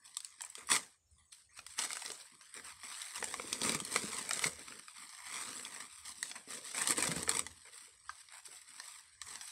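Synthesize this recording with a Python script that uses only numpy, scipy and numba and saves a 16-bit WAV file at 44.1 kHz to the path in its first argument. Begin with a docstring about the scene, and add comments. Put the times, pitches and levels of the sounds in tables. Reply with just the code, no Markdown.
"""In a room, close to a phone, hands pick at tape, rip it and unwrap newspaper from a plant over a
cardboard box. Creases snap and fingers rub, ringing the sheet's resonances; the paper flaps as it is
tugged and knocks hollowly as it buckles. Insects, room hum and a low thrum lie underneath.
The phone's noise suppressor ducks the bands that do not rise over the insects and the hum."""
import sys
import numpy as np
from scipy import signal
from scipy.fft import rfft, irfft
from scipy.io import wavfile
from scipy.ndimage import uniform_filter1d, map_coordinates
from numba import njit

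SR = 44100
rng = np.random.default_rng(int(sys.argv[2]) if len(sys.argv) > 2 else 0)


def dump(signal):
    """Clip the signal to [-1, 1] and save it as 16-bit WAV at the path in sys.argv[1]."""
    limited = np.clip(np.atleast_2d(signal).T, -1, 1)
    pcm = np.round(limited * 32767).astype(np.int16)
    wavfile.write(sys.argv[1], SR, pcm)


N = 419391
FRAME = 512  # samples per suppressor frame: bands 86 Hz apart


def undb(db):
    return 10 ** (np.asarray(db) / 20)


def resonance(hz, width_hz):
    """Two-pole band-pass."""
    edges = [max(hz - width_hz / 2, 20), min(hz + width_hz / 2, .45 * SR)]
    return signal.butter(1, edges, "bandpass", fs=SR, output="sos")


def walk(rate):
    """Glides to a new random value every 1 / rate s; spread near 1."""
    hold = int(SR / rate)
    return uniform_filter1d(np.repeat(rng.standard_normal(N // hold + 1), hold), hold)[:N]


@njit
def pings(count, at, pole, size, steps):
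    """Damped sines, each struck at its own sample and left to ring for `steps` samples."""
    out = np.zeros(count)
    for k in range(len(at)):
        z = size[k] + 0j
        for i in range(at[k], min(at[k] + steps, count)):
            out[i] += z.imag
            z *= pole[k]
    return out


def background_db(hz):
    """Spectrum of the bed: room hum in the lows, insects near 7 kHz."""
    # steady noise floor: (frequency [Hz], level per 86 Hz band [dB])
    spectrum = [(150, -85), (400, -83), (780, -85), (1100, -91), (5900, -92), (6300, -82), (6900, -75),
                (7200, -77), (7600, -88), (8400, -87), (11000, -98), (16000, -106)]
    band_hz, db = np.transpose(spectrum)
    return np.interp(np.log(np.maximum(hz, 1)), np.log(band_hz), db)


def background():
    """Insects and room hum: a steady bed of coloured noise."""
    hz = np.arange(N // 2 + 1) * SR / N
    colour = undb(background_db(hz)) * (hz > 130)
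    band_gain = np.sqrt(2 * FRAME / 3)  # from level per band to noise amplitude
    return irfft(rfft(rng.standard_normal(N)) * colour, N) * band_gain


def thrum(rest_db=-88.5, slope_db_per_s=141):
    """A wavering low thrum of narrow noise that swells and fades at one pace."""
    # swells of the thrum: (start [s], length [s], level [dB])
    swells = [(0.623, 0.37, -78.5), (1.06, 0.12, -68), (1.461, 0.3, -73), (2.62, 0.18, -76.5),
              (3.242, 0.28, -70.5), (3.617, .2, -69.5), (3.987, 0.14, -70), (4.438, 0.27, -71.5),
              (5.256, 0.28, -78), (5.965, 0.16, -73), (6.897, .1, -80), (7.047, 0.24, -61),
              (7.347, 0.16, -64.5), (7.994, 0.098, -74.5), (9.197, 0.12, -71.5)]
    t = np.arange(0, N, 64) / SR
    start, length, db = np.transpose(swells)[:, :, None]
    outside_s = np.maximum(np.maximum(start - t, t - start - length), 0)
    level_db = np.maximum((db - slope_db_per_s * outside_s).max(axis=0), rest_db)
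    sos = resonance(hz=78.7, width_hz=37.0)
    rumble = signal.sosfilt(sos, signal.sosfilt(sos, rng.standard_normal(N)))
    rumble /= np.sqrt(np.mean(rumble ** 2))
    return rumble * undb(np.interp(np.arange(N) / SR, t, level_db) + 2.0 * walk(4.5))


def hands(attack_s=0.019, rise_db=15, stop_db_per_s=606, flap_stop_db_per_s=289):
    """Crisp, body and flap envelopes in dB: each tug swells, holds and stops over gentle handling."""
    # fingers resting and shifting on the sheet: (time [s], crisp rustle [dB], loose flapping [dB])
    handling = [(0, -65, -91.5), (.6, -61.5, -81), (1.0, -71, -96), (1.7, -68, -99), (2.0, -48, -74),
                (2.3, -62.5, -83), (3.1, -59, -81), (3.25, -49, -58.5), (4.4, -48, -59.5), (4.9, -59, -91),
                (5.5, -49, -64), (6.0, -59.5, -89), (6.649, -61, -69.5), (7.15, -45.5, -51.5),
                (7.55, -61.5, -75), (8.2, -66.5, -95), (9.15, -63.5, -104.5), (9.51, -58, -96)]
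    # tugs at tape and sheet:
    # (start [s], length [s], crisp rustle [dB], body [dB re crisp], flapping [dB re crisp])
    tugs = [(0.033, 0.072, -56.5, -14, -15), (0.383, 0.083, -57, -3.5, -20),
            (0.559, 0.069, -55, -1.5, -13.5), (0.693, 0.069, -31.5, -6.5, -19.5),
            (1.308, 0.02, -50, -15.5, -28), (1.477, 0.083, -63, -4.5, -21), (1.552, 0.041, -52.5, -9, -38),
            (1.678, 0.048, -52.5, -12.5, -36), (1.768, 0.084, -40, -6.5, -22),
            (1.893, 0.067, -46.5, -9, -20), (2.029, 0.074, -46.5, -7.5, -14),
            (2.191, 0.025, -50, -10, -19.5), (2.304, 0.023, -62.5, -2.5, -6), (2.53, 0.067, -55.5, -3, -14),
            (2.63, 0.082, -51.5, -4, -22.5), (2.82, 0.35, -48.5, -7.5, -36), (3.62, 0.13, -37.5, -5.5, -7),
            (3.903, 0.08, -40, -8.5, -12), (4.096, 0.1, -46.5, -3.5, -31), (4.31, 0.12, -47, -6, -18),
            (4.401, 0.071, -37, -6.5, -13.5), (4.57, 0.029, -50, -3, -4.5), (4.65, 0.11, -63.5, -3.5, -0.5),
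            (4.935, 0.11, -55, -2, -14.5), (5.16, 0.11, -58, 0.5, -24), (5.245, 0.18, -48, -4.5, -19.5),
            (5.403, 0.44, -56, -2, -13.5), (5.906, 0.098, -56, -13, -27.5),
            (6.037, 0.08, -45.5, -11, -22.5), (6.137, 0.16, -54, -13, -16.5),
            (6.348, 0.015, -50.5, 1.5, -13.5), (6.475, .1, -45, -8, -14.5), (6.623, 0.1, -46.5, -9.5, -44),
            (6.727, 0.2, -43.5, -4, -16.5), (6.866, 0.054, -38, -8, -13), (6.959, 0.053, -39, -5.5, -10.5),
            (7.019, 0.022, -32, -6, -12.5), (7.055, 0.022, -34.5, -7, -26), (7.093, 0.03, -38, -2.5, -6),
            (7.145, 0.033, -42, -5, -14), (7.27, 0.13, -42.5, -6.5, -8.5), (7.635, 0.047, -61, -0.5, -8),
            (7.704, 0.17, -56.5, -9, -25), (8.062, 0.15, -60, -11.5, -35), (8.293, 0.093, -54, -3.5, -30),
            (8.438, 0.18, -55, -10.5, -36), (8.498, 0.076, -57, -6, -36), (8.67, 0.12, -56.5, -7, -15),
            (8.805, 0.13, -54, -8.5, -23.5), (8.935, 0.063, -54.5, -10, -20.5),
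            (9.239, 0.13, -53.5, -6, -18.5), (9.396, 0.088, -50, -11, -39)]
    t = np.arange(0, N, 64) / SR
    start, length, crisp, body, flap = np.transpose(tugs)[:, :, None]
    swell = -rise_db * np.maximum(1 - (t - start) / attack_s, 0)
    after_s = np.maximum(t - start - length, 0)
    settle = -14 - 157.5 * after_s  # the released sheet settles, fainter and slower
    stop = np.maximum(-stop_db_per_s * after_s, settle)
    times, rustle, loose = np.transpose(handling)
    levels = []
    for tug, steady in ((crisp + stop, rustle),
                        (crisp + body + stop, rustle - 8),
                        (crisp + flap - flap_stop_db_per_s * after_s, loose)):
        power = undb(2 * (tug + swell)).sum(axis=0) + undb(2 * np.interp(t, times, steady))
        levels.append(np.interp(np.arange(N) / SR, t, 10 * np.log10(power)))
    return levels


def ring(mode, at, power, rub, tick_share=0.12, tail_db=-16, facet_db=2, turns_at_1k=4):
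    """One resonance of the sheet: each snap is a tick, a faint tail and a ping, over rubbing hiss."""
    hz, width_hz, db, t60 = mode
    hits = np.bincount(at, power, N)[:N]
    tick, tail = (signal.lfilter([1], [1, -np.exp(-2 * np.log(1000) / (decay_s * SR))], hits)
                  for decay_s in (tick_share * t60, t60))
    envelope = np.sqrt(tick + undb(2 * tail_db) * tail + rub)
    sos, noise = resonance(hz, width_hz), rng.standard_normal(N)
    noise_rms = np.std(signal.sosfilt(sos, signal.sosfilt(sos, noise)))
    rustle = signal.sosfilt(sos, envelope * noise) / noise_rms
    # each facet between creases has its own pitch; it fades by 1 / e in some turns, more in the treble
    facet_hz = np.clip(hz + width_hz * rng.uniform(-0.5015, 0.53, len(at)), 60, .4 * SR)
    turns = turns_at_1k * np.sqrt(hz / 1000)
    pole = np.exp((2j * np.pi - 1 / turns) * facet_hz / SR)
    facets = pings(N, at, pole, undb(facet_db) * np.sqrt(power), int(min(4 * turns * SR / hz, 1500)))
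    return undb(db) * signal.sosfilt(sos, rustle + facets)


def paper(size_db=5.5, largest_db=13, crackle_db=-6, rub_db=-3.5, colour_db=6.0, jolt_db=3):
    """Big crease snaps, a random crackle of small ones and rubbing, all through the same resonances."""
    # snapping creases: (time [s], crisp level [dB], edge [dB re crisp], body [dB re crisp])
    snaps = [(0.146, -41, -6, -23), (0.169, -28.5, 2.5, -13), (0.204, -36, -1, -19),
             (0.2468, -32, -0.5, -24), (0.4075, -36, -3, -2.5), (0.418, -41.5, 15, -10),
             (0.437, -43, -5, 0), (0.449, -49, 15, -30), (0.5, -56.5, 18.5, -34), (0.553, -33.5, -1.5, -13),
             (0.6725, -51.5, 15, -24), (0.689, -40, -5, 2), (1.328, -46, -2, -16.5),
             (1.5905, -41, -14, 4.5), (1.6653, -35, 1, -11.5), (1.79, -22, -12, -12), (1.905, -36, -1, -1),
             (1.931, -29, -2, -11), (1.954, -46, -2, 2), (1.9695, -37, 5, 0.5), (2.021, -35.5, -3, 0),
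             (2.061, -31, -9, -15), (2.102, -31, -10, -12), (2.118, -38, 5, -7), (2.411, -43, -5, -9),
             (2.541, -43, 7, -8.5), (2.833, -42, -4, 0.5), (3.0175, -30.5, -5, -16),
             (3.1581, -30.5, 0, -13), (3.18, -33.5, -8, -7), (3.226, -34.5, -3, 5.5),
             (3.2416, -27, 1.5, -8), (3.293, -40, -4, -14), (3.3405, -28, -10, -2),
             (3.3974, -44.5, -18, 12.5), (3.5288, -17.5, -5.5, -18.5), (3.6164, -25, -5, -12),
             (3.633, -24, -4, -25), (3.6939, -22, -1.5, -6), (3.7479, -29, 4.5, -6), (3.8015, -28, -2, -13),
             (3.85, -33, 3.5, -13), (3.9606, -20.5, -1.5, -1), (4.292, -38, 14, 2), (4.3095, -22, -9, -2),
             (4.3327, -27, 1.5, -18), (4.3931, -26, -3, -8.5), (4.4415, -18, -10, -7), (4.682, -37, -9, -6),
             (4.722, -49.5, -10, 11), (4.795, -43.5, 1, -4.5), (4.882, -39.5, -4.5, -3),
             (5.0926, -38, -10, -17), (5.6506, -30, -27, -25), (5.8048, -33, -5.5, -8),
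             (6.2283, -27.5, 1.5, -8), (6.314, -31.5, -23, -7.5), (6.356, -43.5, -12, 2.5),
             (6.747, -42.5, 11, 4.5), (6.788, -38.5, 10, 3.5), (6.8185, -29.5, 7.5, -2),
             (6.8736, -17.5, -2, -18), (6.888, -37, 13, -13), (6.907, -28.5, 10.5, -1.5),
             (6.9804, -35.5, 9, -22), (7.025, -30, 8.5, 3), (7.2298, -31, 4, -7.5),
             (7.2766, -39.5, -3, 12.5), (7.293, -22, 4.5, -5), (7.3141, -28, -1, -4), (7.3502, -32, 2, -1),
             (7.3692, -27.5, -1, -3), (7.3928, -26.5, 3, -5.5), (7.4654, -31.5, -4, -6.5),
             (8.0935, -37.5, -20, 5), (8.287, -42.5, -10, -12), (8.7996, -32, -7, -7),
             (9.216, -28, -6.5, -10.5), (9.288, -39.5, -13, -9.5), (9.356, -32.5, -6, -13),
             (9.411, -36, -23, -7)]
    # the sheet's resonances, low to high: (centre [Hz], width [Hz], gain [dB], burst t60 [s])
    flap_modes = [(152, 120, -21.5, 0.2), (267.2, 132, -5.5, 0.13), (461.5, 230, -3.5, 0.12)]
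    body_modes = [(767, 240, -17.5, 0.072), (1154, 603, -6, 0.047), (2004, 1020, -2.5, 0.057)]
    crisp_modes = [(4297, 3100, -8.5, 0.084), (5590, 1560, -12.5, 0.095)]
    edge_modes = [(8330, 1780, -3.5, 0.091), (9900, 3300, -14, 0.064), (14200, 4000, -26.5, 0.011)]
    crisp, body, flap = hands()
    times, snap_crisp, snap_edge, snap_body = np.transpose(snaps)
    large_at, small_at = (times * SR).astype(int), rng.integers(0, N, 3000)
    size = size_db * rng.exponential(size=len(small_at))  # most creases are tiny, a few are larger
    grip_db = 2 * walk(25)  # the grip slips and catches
    tilt = 1.5 * np.clip(rng.standard_normal(len(small_at)), -2, 2)  # dB per octave: dull or bright
    jolt = flap[large_at] + jolt_db  # a big snap jolts the sheet as far as it is flapping
    out = 0
    for modes, hand, snap in ((flap_modes, flap, jolt),
                              (body_modes, body, snap_crisp + snap_body),
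                              (crisp_modes, crisp, snap_crisp),
                              (edge_modes, crisp, snap_crisp + snap_edge)):
        drive = hand + grip_db
        for mode in modes:
            # every crease has its own colour
            tint = colour_db * np.clip(rng.standard_normal(len(small_at)), -3, 1.5)
            tint += tilt * np.log2(max(mode[0], 1500) / 3500)
            crackle = drive[small_at] + crackle_db + np.minimum(size + tint, largest_db)
            power = undb(2 * np.r_[crackle, snap])
            rub = undb(2 * (drive + rub_db + 2.0 * walk(17)))
            out = out + ring(mode, np.r_[small_at, large_at], power, rub)
    return out


def hollow(x, lag_s=0.0011046, drift=0.3017, echo_db=-9.0):
    """The far wall of the rolled sheet sends the sound back; the gap shifts as the hands move."""
    lag = SR * lag_s * np.exp(drift * walk(6))
    return x + undb(echo_db) * map_coordinates(x, [np.arange(N) - lag], mode="nearest")


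def room(x, t60_s=0.12, wet_db=-14):
    """Walls and box give back a short, dull tail."""
    t = np.arange(SR // 2) / SR
    fade_in = np.minimum(t / 0.00054, 1)
    tail = rng.standard_normal(len(t)) * np.exp(-np.log(1000) * t / t60_s) * fade_in
    tail = signal.lfilter([1], [1, -.3], tail)
    return undb(wet_db) * signal.fftconvolve(x, tail / np.sqrt(np.sum(tail ** 2)))[:N]


def knocks(turns=2.4):
    """A buckling patch of the sheet pumps air for a few turns, at its pitch and a little above."""
    # hollow knocks: (time [s], strength [dB], pitch [Hz])
    buckles = [(0.58, -53, 446), (2.101, -47, 416), (2.842, -55, 248), (3.225, -42.5, 470),
               (3.397, -40.5, 496), (3.443, -45, 315), (3.526, -44.5, 244), (3.619, -40, 258),
               (3.649, -36, 252), (3.75, -37, 149), (3.819, -40, 200), (3.958, -36, 478), (4.041, -34, 203),
               (4.211, -46.5, 240), (4.457, -36.5, 162), (6.475, -48.5, 275), (6.9, -36.5, 318),
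               (6.983, -33, 308), (7.09, -32, 166), (7.166, -34, 170), (7.227, -42, 301), (7.282, -40, 485),
               (7.879, -63.5, 478), (8.483, -57.5, 397)]
    times, strength_db, hz = np.transpose(buckles)
    out = 0
    for ratio, partial_db in ((1, 5.5), (1.45, -1.5)):
        pole = np.exp((2j * np.pi - 1 / turns) * ratio * hz / SR)
        out = out + pings(N, (times * SR).astype(int), pole, undb(strength_db + partial_db), SR // 10)
    return signal.sosfilt(resonance(hz=510.0, width_hz=440.0), out)


def scene():
    """The newspaper up front with its room tail, over the bed and the thrum; mono."""
    sheet = hollow(paper()) + knocks()
    return (sheet + room(sheet) + background() + thrum())[None]


def suppress(x, release_s=0.039, lowest_hz=130, margin_db=5.5, knee_db=.6, depth_db=-18):
    """Multiband gate: bands near the background duck; they open at once on a jump and close slowly."""
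    framing = dict(fs=SR, nperseg=FRAME, noverlap=3 * FRAME // 4)
    hz, _, bands = signal.stft(x, **framing)
    gate_db = background_db(hz)[:, None] + margin_db
    power = uniform_filter1d(np.abs(bands) ** 2, size=3, axis=0)
    # the meter saturates, so a loud sound holds its band open no longer than a middling one
    power = np.minimum(power, undb(2 * (gate_db + 8.0)))
    memory = np.exp(-FRAME / 4 / SR / release_s)
    for i in range(1, power.shape[1]):
        jump = power[:, i] > 5 * power[:, i - 1]
        smoothed = memory * power[:, i - 1] + (1 - memory) * power[:, i]
        power[:, i] = np.where(jump, power[:, i], smoothed)
    over_db = 10 * np.log10(power + 1e-18) - gate_db
    shut = 1 / (1 + np.exp(np.clip(over_db / knee_db, -30, 30))) * (hz > lowest_hz)[:, None]
    gain = undb(depth_db * uniform_filter1d(shut, size=5, axis=1))
    return signal.istft(bands * gain, **framing)[1][:N]


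def record(dry):
    """The phone suppresses steady noise and cuts the top above 15.7 kHz."""
    top_cut = signal.ellip(10, .2, 80, 15700, fs=SR, output="sos")
    return signal.sosfilt(top_cut, suppress(dry[0]))[None]


dry = scene()
out = record(dry)
dump(out)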